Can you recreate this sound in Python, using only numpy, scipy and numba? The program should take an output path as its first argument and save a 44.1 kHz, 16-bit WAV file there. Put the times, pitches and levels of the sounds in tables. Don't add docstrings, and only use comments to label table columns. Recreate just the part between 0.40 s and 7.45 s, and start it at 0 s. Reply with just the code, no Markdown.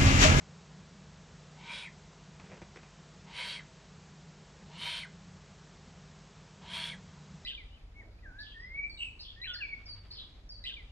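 import sys
import numpy as np
from scipy import signal
from scipy.fft import rfft, irfft
from scipy.io import wavfile
from scipy.ndimage import uniform_filter1d
from numba import njit

SR = 44100
rng = np.random.default_rng(int(sys.argv[2]) if len(sys.argv) > 2 else 0)


def attenuation_scalar(level_db):
    decades = np.asarray(level_db, float) / 20
    return 10 ** decades


def store_wav(level_fs):
    pcm = np.round(np.clip(np.atleast_2d(level_fs), -1, 1) * 32767)
    wavfile.write(sys.argv[1], SR, pcm.T.astype(np.int16))


N = 310905
T = np.arange(N) / SR

# (start [s], full effort [s], chest surge [s], effort [dB], windpipe [dB])
CALLS = [
    (1.162, 1.341, 1.315, -46, -54.5),
    (2.867, 2.99, 3.01, -43, -52.5),
    (4.299, 4.439, 4.47, -40.5, -52.5),
    (6.211, 6.349, 6.365, -40, -52),
]
BEAK_SHUT = np.array([1.484, 3.21, 4.659, 6.551])
# (open [Hz], width [Hz], surge [dB], shut [Hz], squeak [dB])
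GAPES = [
    (2370, 290, -43.5, 1920, -44.5),
    (2275, 540, -41.5, 1600, -46),
    (2300, 380, -43, 1400, -45.5),
    (2290, 320, -47, 1500, -46),
]
# (palate [Hz], palate [dB], palate width [Hz], breath [dB], treble [dB])
POSES = [
    (3325, -5, 160, -2, -12),
    (3133, -3.5, 150, -2.5, -1.5),
    (3080, -2.5, 320, -4.5, -2),
    (3264, -1.5, 260, -5.5, -3),
]
# (centre [Hz], width [Hz], level over effort [dB])
BEAK_MODES = [
    [(600, 200, -20), (1480, 130, -9), (3800, 200, -5), (4300, 400, -13), (5000, 600, -16)],
    [(600, 200, -24), (1500, 300, -18), (3950, 300, -5), (4400, 400, -7), (5300, 600, -16)],
    [(670, 150, -26), (1550, 300, -19), (3700, 300, -5), (4200, 400, -6), (5300, 800, -18)],
    [(665, 60, -21), (1550, 250, -15), (3800, 300, -9), (4280, 300, -9), (5200, 800, -19)],
]
# (frequency [Hz], density [dB per Hz])
BREATH_SPECTRUM = [(180, -64), (300, -24), (842, -15), (954, -7.5), (1180, -8), (3250, 2.5), (6630, -17.5),
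                   (8400, -16.5), (10900, -60), (18500, -120)]
# (frequency [Hz], density [dB per Hz])
TREBLE_SPECTRUM = [(10200, -47), (10400, -5.5), (11200, 4.5), (12400, 2), (12700, -30)]
# (frequency [Hz], density [dB per Hz])
EDGE_SPECTRUM = [(8200, -37), (8300, -16.5), (8850, 6), (9400, -9), (10300, -3.5), (10500, -30)]
# (time [s], peak [dB], thump over peak [dB], length [s])
FEATHER_STROKES = [(1.996, -44.5, -4.5, 0.017), (2.014, -52, -9, 0.013), (2.036, -50.5, -2.5, 0.022),
                   (2.06, -50, -8, 0.026), (2.093, -50, -2.5, 0.054), (2.114, -47.5, -0.5, 0.027),
                   (2.138, -52, -6, 0.022), (2.168, -49.5, -5, 0.026), (2.216, -38, -6.5, 0.014),
                   (2.356, -42, -6.5, 0.033), (2.43, -46, -13, 0.018)]
# (time [s], level over rumble [dB], length [s])
GUSTS = [
    (1.247, -2.5, .15),
    (2.5, -3.5, 0.2),
    (3.455, -0.5, .12),
    (3.676, 3, 0.035),
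    (4.293, 5, 0.04),
    (4.854, 4, 0.12),
    (6.5, 4.5, 0.34),
    (6.954, 3.5, 0.11),
]
# (frequency [Hz], density [dB per Hz])
RUMBLE_SPECTRUM = [(12, -69.5), (20, -39.5), (25, -30), (38, -12.5), (92, -4), (118, -10.5), (135, -8),
                   (156, -0.5), (190, 0), (227, -16), (258, -19.5), (280, -27.5), (330, -26), (430, -53.5),
                   (730, -120)]
# (frequency [Hz], density [dB per Hz])
HISS_SPECTRUM = [(140, -30), (230, 0), (260, -3), (280, -7), (341, -5), (403, -0.5), (597, -5.5),
                 (644, -5.5), (956, -5.5), (2200, -11), (6850, -14.5), (7970, -18), (8600, -39.5),
                 (11200, -64.5), (18900, -120)]
# (frequency [Hz], rms level [dB])
MAINS_HARMONICS = [(50, -66), (150, -59), (250, -83), (350, -83.5), (650, -76.5)]
# (centre [Hz], least level heard [dB], scatter [dB])
FAINT_BANDS = [(8613, -90, .8), (9302, -91.5, .7), (9991, -92.5, 1), (10680, -87, 3), (11369, -88, 4),
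               (12058, -88, 4), (12600, -92, 3)]

SWELL_DB, SWELL_CURVE = 32.5, 1.29
RELEASE_S, RELEASE_DB, RELEASE_CURVE = 0.092, 21.5, 1.96
CLOSING_S = 0.037
GAPE_HZ_PER_DB, PALATE_HZ_PER_DB = 4.5, 10
PALATE_CLIMB_HZ_S = 695
GAPE_RISE_DB_S, GAPE_FALL_DB_S = 198, 124
SQUEAK_RISE_DB_S, SQUEAK_FALL_DB_S, SQUEAK_LEAD_S = 168, 246, 0.026
PIPE_RISE_DB_S, PIPE_FALL_DB_S = 63, 70
SURGE_DB, SURGE_S = 5.5, 0.027
EDGE_DB, EDGE_SLOPE, EDGE_RELEASE = -19.5, 1.1, 0.75
RUMBLE_DB, HISS_DB = -57, -59.5
SPLIT_SHARE, SPLIT_DB = 0.09, -12.5


def unit(x):
    return x / np.sqrt(np.mean(x ** 2))


def coloured(points):
    hz, db = np.transpose(points)
    log_hz = np.log(np.maximum(np.fft.rfftfreq(N, 1 / SR), 1))
    gain = attenuation_scalar(np.interp(log_hz, np.log(hz), db, -120, -120))
    return unit(irfft(rfft(rng.standard_normal(N)) * gain, N))


def walk(rate):
    k = int(SR / rate)
    held = np.repeat(rng.standard_normal(N // k + 1), k)
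    return unit(uniform_filter1d(uniform_filter1d(held, k), k)[:N])


def tent(at, rise, fall):
    return -rise * np.maximum(at - T, 0) - fall * np.maximum(T - at, 0)


@njit
def svf(x, hz, width):
    y, b, l = np.empty(len(x)), 0., 0.
    for i in range(len(x)):
        g, k = np.tan(np.pi * hz[i] / SR), width[i] / hz[i]
        v = (b + g * (x[i] - l)) / (1 + g * (g + k))
        b, l, y[i] = 2 * v - b, l + 2 * g * v, k * v
    return y


def ring(x, hz, width):
    hz, width = hz + 0 * T, width + 0 * T
    return svf(svf(x, hz, width), hz, width) * np.sqrt(SR / width / 2.07)


def locked(x, share):
    return x / (uniform_filter1d(x ** 2, size=700) + 0.05) ** (share / 2)


def owlet():
    shut_times = np.array(BEAK_SHUT)
    call = np.minimum(np.searchsorted(shut_times + 0.5, T), len(CALLS) - 1)
    begin, full, surge, peak_db, windpipe_db = np.transpose(CALLS)[:, call]
    open_hz, gape_width, surge_db, last_hz, squeak_db = np.transpose(GAPES)[:, call]
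    palate_hz, palate_db, palate_width, breath_db, treble_db = np.transpose(POSES)[:, call]
    shut = shut_times[call]
    start = shut - CLOSING_S

    swell_db = SWELL_DB * np.clip((full - T) / (full - begin), 0, 2) ** SWELL_CURVE
    release_db = RELEASE_DB * np.clip((T - shut) / RELEASE_S + 1, 0, 2) ** RELEASE_CURVE
    under_db = swell_db + release_db
    effort_db = peak_db - under_db
    edge_db = peak_db + EDGE_DB - EDGE_SLOPE * swell_db - EDGE_RELEASE * release_db
    surge_gape_db = surge_db + tent(surge, GAPE_RISE_DB_S, GAPE_FALL_DB_S)
    squeak_gape_db = squeak_db + tent(shut - SQUEAK_LEAD_S, SQUEAK_RISE_DB_S, SQUEAK_FALL_DB_S)
    gape_db = np.maximum(surge_gape_db, squeak_gape_db)
    push_db = SURGE_DB * np.exp(-((T - surge) / SURGE_S) ** 2)
    pipe_db = windpipe_db + tent(surge, PIPE_RISE_DB_S, PIPE_FALL_DB_S) + push_db
    onset = uniform_filter1d((T > begin) * 1., size=900)
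    sounding = onset * np.exp(-np.maximum(T - shut, 0) / 0.0063) * (T > begin - 0.1)

    air = unit(attenuation_scalar(1.2 * walk(500)) * rng.standard_normal(N))

    closing = np.clip((T - start) / (shut - start), 0, 1)
    narrow = np.clip((T - start + 0.02) / 0.025, 0, 1)
    gape_hz = open_hz - GAPE_HZ_PER_DB * swell_db
    gape_hz = gape_hz + (last_hz - gape_hz) * closing ** 1.8
    gape = ring(air, gape_hz, gape_width + (240 - gape_width) * narrow)

    climb_hz = PALATE_CLIMB_HZ_S * np.clip(T - full, 0, 0.2)
    palate_hz = palate_hz - PALATE_HZ_PER_DB * under_db + climb_hz
    palate = attenuation_scalar(palate_db) * locked(ring(air, palate_hz, palate_width), 0.75)

    faint = np.clip((-50 - effort_db) / 20, 0, 1) * (T < start)
    line = locked(ring(air, 962 - 70 * faint, 55 + 130 * faint), 0.6)
    pipe = attenuation_scalar(-1) * line + attenuation_scalar(-3.5) * ring(air, 970.0, 1000.0)

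    beak = np.zeros(N)
    for hz, width, db in np.transpose(BEAK_MODES, (1, 2, 0)):
        beak += attenuation_scalar(db[call] + 1.5 * walk(20)) * ring(air, hz[call], width[call])
    breath = attenuation_scalar(breath_db + 9.5 * faint) * coloured(BREATH_SPECTRUM)
    treble = attenuation_scalar(treble_db - 26.5) * coloured(TREBLE_SPECTRUM)
    voice = attenuation_scalar(effort_db) * (palate + beak + breath + treble)
    edge = attenuation_scalar(edge_db) * coloured(EDGE_SPECTRUM)
    return sounding * (voice - attenuation_scalar(gape_db) * locked(gape, 0.28) + attenuation_scalar(pipe_db) * pipe + edge)


def feathers():
    rustle, flap = np.zeros(N), np.zeros(N)
    for s, db, thump_db, length in FEATHER_STROKES:
        age = np.maximum(T - s, 0) / max(length, 0.003)
        shape = attenuation_scalar(db) * np.minimum(age * 7, 1) * np.exp(-age ** 2)
        rustle += shape
        flap += shape * attenuation_scalar(thump_db)
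    grit = attenuation_scalar(2.5 * walk(900))
    quills = coloured([(600, 3.5), (1000, 1.5), (2500, 0.5), (4000, -13.5), (5000, -11.5), (9000, -22)])
    air = coloured([(50, 1), (100, 3.5), (250, -4.5), (450, 0.5), (800, -16), (1200, -17)])
    recess = attenuation_scalar(-15) * ring(flap * rng.standard_normal(N), 402., 60.)
    return attenuation_scalar(-11) * rustle * unit(grit * quills) + attenuation_scalar(-2.0) * flap * air + recess


def reflections(bird):
    slap = attenuation_scalar(-13) * np.roll(bird, 520)
    lag = T[:SR // 6]
    decay = np.exp(-np.log(1000) * lag / 0.22)
    scatter = rng.standard_normal(len(lag)) * (lag > 0.012) * decay
    tail = attenuation_scalar(-12) * signal.fftconvolve(bird, scatter / np.linalg.norm(scatter))[:N]
    return slap + tail


def night():
    gust_db = sum(db * np.exp(-((T - s) / length) ** 2) for s, db, length in GUSTS)
    rumble = attenuation_scalar(RUMBLE_DB + gust_db) * coloured(RUMBLE_SPECTRUM)
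    hiss = attenuation_scalar(HISS_DB + 0.2 * walk(3.4)) * coloured(HISS_SPECTRUM)
    thin = attenuation_scalar(-73) * coloured([(8200, -30), (8300, 0), (10300, -3), (12600, -6), (12700, -30)])
    return rumble + hiss + thin


def hum():
    total = np.zeros(N)
    for hz, db in MAINS_HARMONICS:
        phase = rng.uniform(0, 2 * np.pi)
        total += attenuation_scalar(db + 2.0 + 0.42 * walk(5.2)) * np.sin(2 * np.pi * hz * T + phase)
    return total


def scene():
    bird = owlet() + feathers()
    mono = bird + reflections(bird) + night() + hum()
    return np.array([mono, mono])


def low_pass(x):
    return signal.sosfilt(signal.butter(12, 12700, fs=SR, output="sos"), x)


def record(dry):
    hz, _, z = signal.stft(dry[0], SR, nperseg=2048, noverlap=1024)
    for centre, least_db, scatter_db in FAINT_BANDS:
        band = np.abs(hz - centre) < 345
        power = np.mean(np.abs(z[band]) ** 2, axis=0)
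        scatter = np.clip(rng.standard_normal(len(power)), -1.6, 3)
        z[band] *= power > attenuation_scalar(least_db + scatter_db * scatter) ** 2

    low_bands = 9 * np.log2(1 + np.minimum(hz, 3400) / 1700)
    band = (low_bands + np.maximum(hz - 3400, 0) / 689).astype(int)
    share = SPLIT_SHARE * np.interp(hz, [0, 2200, 2600, 8300, 9000], [0.03, 0.03, 0.6, 1, 1])[:, None]
    split = rng.random((band.max() + 1, z.shape[1]))[band] < share
    turned = np.abs(z) * np.exp(2j * np.pi * rng.random(z.shape))
    difference = attenuation_scalar(SPLIT_DB) * split * (hz > 250)[:, None] * turned
    mono = signal.istft(z, SR, nperseg=2048, noverlap=1024)[1][:N]
    side = signal.istft(difference, SR, nperseg=2048, noverlap=1024)[1][:N]
    return low_pass(np.array([mono + side, mono - side]))


dry = scene()
out = record(dry)
store_wav(out)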